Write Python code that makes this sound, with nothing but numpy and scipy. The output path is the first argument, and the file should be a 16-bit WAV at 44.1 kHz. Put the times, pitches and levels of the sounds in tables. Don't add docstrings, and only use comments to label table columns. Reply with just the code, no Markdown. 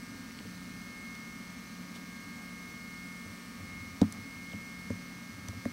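import sys
import numpy as np
from scipy import signal
from scipy.fft import rfft, irfft, next_fast_len
from scipy.io import wavfile
from scipy.ndimage import uniform_filter1d

SR = 44100
rng = np.random.default_rng(int(sys.argv[2]) if len(sys.argv) > 2 else 0)


def transcribe(signal):
    frames = np.atleast_2d(signal).T
    limited = np.clip(frames, -1, 1)
    pcm = np.round(limited * 32767).astype(np.int16)
    wavfile.write(sys.argv[1], SR, pcm)


def voltage_ratio(decibels):
    exponent = np.asarray(decibels, float) / 20
    return 10 ** exponent


N = 252252
FIELD_HZ = 60000 / 1001


def level(x, db):
    return x * voltage_ratio(db) / np.sqrt(np.mean(x ** 2))


def shaped(x, gain):
    size = next_fast_len(len(x))
    hz = np.arange(size // 2 + 1) * SR / size + 1e-3
    return irfft(rfft(x, size) * gain(hz), size)[:len(x)]


def resonance(x, hz, width_hz):
    return shaped(x, lambda f: 1 / (1 + ((f - hz * hz / f) / width_hz) ** 2))


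def walk(rate):
    hold = int(SR / rate)
    held = np.repeat(rng.standard_normal(N // hold + 1), hold)
    return 1.5 * uniform_filter1d(uniform_filter1d(held, hold), hold)[:N]


def between(t, start_s, end_s, edge_s):
    return (np.tanh((t - start_s) / edge_s) - np.tanh((t - end_s) / edge_s)) / 2


def tone(phase, db, spread=1.):
    return np.sqrt(2) * voltage_ratio(db) * np.sin(phase + 2 * np.pi * spread * rng.random())


def ring(hz, db, t60, rise_s):
    t = np.arange(SR // 3) / SR
    swell = (1 - np.exp(-t / rise_s)) ** 2
    return voltage_ratio(db) * np.cos(2 * np.pi * hz * t) * swell * 1000. ** (-t / t60)


def add(out, s, x):
    i = int(s * SR)
    out[i:i + len(x)] += x[:N - i]


def hiss():
    # freq_hz, density_db
    floor = [(22, -6), (45, 2), (130, 8.5), (800, -3.5), (2000, -4.5), (6000, -8.5), (9000, -15),
             (16000, -18)]
    hz, db = np.transpose(floor)
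    noise = rng.standard_normal(N)
    return level(shaped(noise, lambda f: voltage_ratio(np.interp(np.log(f), np.log(hz), db, left=-60))), -53.5)


def scan_whistle(t):
    # start_s, end_s, boost_db
    swells = [
        (-1, .8, 4),
        (1.75, 2.15, 3),
        (2.6, 4.5, 6),
    ]
    scan_db = -84 + sum(db * between(t, start_s, end_s, .08) for start_s, end_s, db in swells)
    return tone(2 * np.pi * 15734.2 * t, scan_db - 1) + tone(2 * np.pi * 15747.3 * t, scan_db - 4)


def leak(steady):
    # field_multiple, level_db (rms)
    lines = [(1, -68), (8, -78), (41, -76), (64, -84), (82, -76)]
    # first_multiple, teeth, level_db (rms), fade_db per tooth squared
    combs = [(116, 7, -84.5, .28), (172, 4, -95, 0), (182, 3, -94.5, .6), (200, 3, -95.5, 0)]
    teeth = [(k + 24 * n, db - fade_db * n * n) for k, count, db, fade_db in combs for n in range(count)]
    return sum(tone(k * steady / 3, db) for k, db in lines + teeth)


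def rumble(t):
    # time_s, level_db, half_length_s
    squeezes = [(.14, -57, 0.084), (.52, -57, .1), (.78, -54, 0.07), (2.24, -66, .08), (3.72, -53.5, .15),
                (3.93, -57, .06), (4.11, -54, .08), (4.4, -61, 0.073), (4.83, -61, .08), (5.38, -53, 0.055),
                (5.58, -50, 0.066)]
    boom = voltage_ratio(-69.5) + sum(voltage_ratio(db) * np.exp(-((t - s) / half_s) ** 2) for s, db, half_s in squeezes)
    loose_db, tight_db = -50, -51.5
    box_db = tight_db + (loose_db - tight_db) * (1 - np.tanh((t - 2.7) / .2)) / 2

    tremor = rng.standard_normal((3, N)) * voltage_ratio(1.3 * walk(45))
    box = resonance(tremor[0], 225.4, 66) + voltage_ratio(-3.5) * resonance(tremor[1], 257.6, 78)
    box = shaped(box, lambda f: 1 / (1 + (f / 315) ** 12))
    slow_power = uniform_filter1d(uniform_filter1d(box ** 2, SR // 12), SR // 12)
    box = box / slow_power ** .35
    return boom * level(resonance(tremor[2], 97.6, 36), 0.34) + voltage_ratio(box_db) * level(box, 0.2)


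def rub():
    # time_s, half_length_s, level_db, centre_hz, width_hz
    strokes = [
        (1.962, .022, -53, 3200, 4500),
        (4.028, .016, -47, 800, 900),
        (4.15, .04, -60, 800, 700),
        (2.4, .05, -61, 800, 500),
    ]
    out, t = np.zeros(N), np.arange(-SR // 8, SR // 8) / SR
    for s, half_s, db, hz, width_hz in strokes:
        grain_db = 4 * rng.standard_normal(len(t) // 40 + 1).repeat(40)[:len(t)]
        grains = rng.standard_normal(len(t)) * voltage_ratio(grain_db)
        add(out, s + t[0], level(resonance(grains, hz, width_hz), db) * np.exp(-(t / half_s) ** 2))
    return out


def favoured(peak_db, spot_hz, fall_db, modes):
    return [peak_db - max(fall_db, 0) * abs(np.log2(mode[0] / spot_hz)) for mode in modes]


def knocks():
    # pitch_hz, t60_s, polarity
    shell = [(98, 0.15, 1), (175.3, 0.14, 0.96), (210.2, 0.17, -0.97), (244.2, 0.073, -1.6),
             (275.5, 0.071, -1.64)]
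    # pitch_hz, t60_s, polarity
    panel = [(449, 0.049, -0.81), (557, 0.06, 0.38), (690, 0.029, -1.3), (970, 0.023, 1),
             (1670, 0.0047, -1.6)]
    # time_s, boom_db (peak), box_db (peak), spot_hz, fall_db per octave
    thuds = [(.402, -59, -39.5, 240, 50), (.452, -51, -40, 225, 25), (3.255, -39.5, -45, 220, 5),
             (3.295, -40, -50, 230, 5), (3.601, -43, -52, 260, 20), (3.80, -36, -53, 190, 12),
             (4.0172, -21, -14, 263, 12), (4.185, -37, -43.5, 220, 5), (4.537, -32.5, -50, 220, 9),
             (4.5422, -50, -38, 215, 20), (4.9031, -28, -25.5, 240, 67), (5.485, -28.5, -55, 228, 5),
             (5.4907, -52, -36, 230, 40), (5.6584, -34, -22.5, 249.5, 60)]
    # time_s, peak_db, spot_hz, fall_db per octave, snap_db of the top mode
    clacks = [(.404, -41, 449, 25, -46), (.452, -39, 449, 40, -60), (1.96, -46, 449, 6, -52),
              (3.26, -50, 449, 20, -62), (3.60, -47, 570, 16, -60), (4.0156, -19.5, 449, 11, -33.5),
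              (4.0195, -36, 760, 14, -49), (4.5325, -38, 540, 20, -55), (4.9025, -17.5, 513, 71, -37.5),
              (5.487, -43, 570, 30, -41), (5.53, -45, 480, 8, -55), (5.655, -23.5, 566, 44, -52)]
    blows = []
    for s, boom_db, *box in thuds:
        blows.append((s, [boom_db] + favoured(*box, shell[1:]), shell, .4))
    for s, *body, snap_db in clacks:
        blows.append((s, favoured(*body, panel[:3]) + [snap_db - 4.5, snap_db], panel, .22))

    out = np.zeros(N)
    for s, levels, modes, rise_cycles in blows:
        for db, (hz, t60, polarity) in zip(levels, modes):
            add(out, s, polarity * ring(hz, db, t60, rise_cycles / hz))
    return signal.lfilter(*signal.iirnotch(350, 4.5, SR), out)


def ticks():
    # time_s, crackle_db (peak), spread_octaves each side of the ring (at most .8 above), ring_hz,
    # ring_db
    slips = [(.309, -43, .35, 2100, -44), (0.3893, -35, 0.64, 2930, -43), (1.1512, -39, .9, 4330, -52),
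             (4.015, -36, 0.6, 3830, -30), (4.0154, -32.5, .6, 5600, -33), (4.0162, -35, 0.66, 7000, -36.5),
             (4.124, -32, 1.5, 5980, -37), (4.1246, -36, 0.89, 7200, -41.5), (4.5186, -42, .6, 3350, -48),
             (4.5324, -46, .9, 2970, -38), (4.9037, -44, .8, 6000, -44), (5.485, -33.5, 0.94, 5930, -33),
             (5.6545, -41, .6, 7000, -52), (5.6545, -55, .3, 1800, -31.5), (5.6544, -55, .3, 1200, -31)]
    out, t = np.zeros(N), np.arange(SR // 100) / SR
    for s, db, octaves, ring_hz, ring_db in slips:
        slip = np.sign(rng.standard_normal(len(t))) * np.exp(-(t / 0.0012) ** 0.95)
        band_hz = ring_hz * 2. ** np.array([-octaves, min(octaves, .8)])
        snap = signal.sosfilt(signal.butter(3, band_hz, "band", fs=SR, output="sos"), slip)
        add(out, s, voltage_ratio(db) * snap / np.abs(snap).max())
        add(out, s, ring(ring_hz, ring_db, 0.01, 0.00013))
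    return out


def gears(t):
    # pitch_hz, level_db (rms)
    train = [(35.0, -79), (141.3, -65), (270.0, -64), (561.7, -77), (944.0, -76), (979.5, -80),
             (1034.0, -78), (1123.9, -67), (1158.6, -73), (1170.9, -81), (1228.9, -63), (1299.2, -70),
             (1474.5, -80), (1528.5, -80), (1753.3, -80), (1937.2, -79), (2115.1, -71), (2202.9, -78),
             (2808.7, -82), (2914.3, -81), (2949.0, -80), (3464.0, -83), (4178.3, -79), (4388.9, -72),
             (5126.0, -78), (6179.5, -78),
             (2562, -84), (2670, -85), (2740, -85), (3728, -85), (3866, -83), (3937, -83), (4002, -83),
              (4022, -83), (4060, -84), (4424, -82), (5072, -83), (6250, -84)]
    slip_s = 6e-5 * walk(3.3)
    return sum(tone(2 * np.pi * hz * (t + slip_s), db + 1.5 * walk(3)) for hz, db in train)


def brushes(wobbly):
    # centre_hz, width_hz, level_db
    scraped = [(1305, 180, -71), (2098, 230, -70), (4110, 260, -71.5), (4420, 33, -72), (4920, 260, -70),
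               (5540, 130, -74), (5930, 100, -72), (6320, 210, -72), (8240, 1600, -69.5)]
    gate = np.exp(0.86 * np.cos(wobbly))
    out = 0
    for hz, width_hz, db in scraped:
        scrape = resonance(gate * rng.standard_normal(N), hz, width_hz)
        out = out + level(scrape, db) * voltage_ratio(1.3 * walk(3.96))
    return out


def drive():
    orders = []
    for k in range(40, 87, 2):
        if k == 46:
            continue
        if k % 4:
            db = -86
        elif k % 8:
            db = -80
        else:
            db = -77 - .018 * (k - 54) ** 2
        orders.append((k, db))
    return orders


def drum(t, steady, wobbly):
    # order, level_db (rms)
    strong = [(1, -53), (2, -76), (5, -80), (6, -75), (7, -73), (8, -67), (9, -63), (10, -63), (11, -70),
              (12, -53), (13, -66), (14, -75), (15, -80), (16, -75), (17, -80), (18, -77), (19, -84),
              (20, -78), (24, -72), (25, -81), (26, -81), (27, -77), (28, -76), (29, -84), (30, -74),
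              (31, -71), (32, -76), (33, -73), (34, -77), (36, -79)]
    # order, level_db (rms)
    weak = [(3, -84), (4, -82), (21, -86), (22, -86), (23, -85), (35, -88), (37, -87), (41, -89),
            (43, -87), (45, -87), (46, -83), (47, -86)]
    # time_s, level_db
    whine = [(0.0, -61), (0.03, -59), (0.41, -64.5), (1.08, -51.5), (1.8, -61.5), (2.18, -56),
             (3.08, -52.5), (3.2, -54), (3.51, -63), (3.73, -51.5), (3.84, -51.5), (4.03, -63.5),
             (4.19, -54.5), (4.54, -51.5), (5.42, -59), (5.72, -56.5)]
    whine_db = np.interp(t, *np.transpose(whine)) + 3
    out = 0
    for k, db in strong + drive() + weak:
        shell_borne = k < 37 or 44 < k < 48
        if not shell_borne:
            out = out + tone(k * steady, db + 0.95 * walk(2.5))
            continue
        if k == 12:
            db = whine_db
        else:
            sway_db = .6 if k == 1 or k > 23 else 1.2
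            db = db + sway_db * walk(2.5)
        if k == 1:
            db = db + 2 * walk(14)
        turn = .8 * np.pi / (1 + np.exp(-2.5 * (k - 11.4))) + .35 * walk(1.5)
        out = out + tone(k * wobbly + turn, db, .08 if 7 < k < 15 else .55)
    return out


def scene():
    t = np.arange(N) / SR
    steady = 2 * np.pi * 3 * FIELD_HZ * t
    wobbly = steady + .024 * walk(10) + .014 * walk(60)
    electronics = hiss() + scan_whistle(t) + leak(steady)
    hand = rumble(t) + rub() + knocks() + ticks()
    motor = gears(t) + brushes(wobbly) + drum(t, steady, wobbly)
    return (electronics + hand + motor)[None]


def top_cut(x):
    return signal.sosfilt(signal.butter(12, 16340, fs=SR, output="sos"), x)


def record(dry):
    band = shaped(dry[0], lambda f: 1 / (1 + (f / 15765) ** 4000))
    return top_cut(band[None])


dry = scene()
out = record(dry)
transcribe(out)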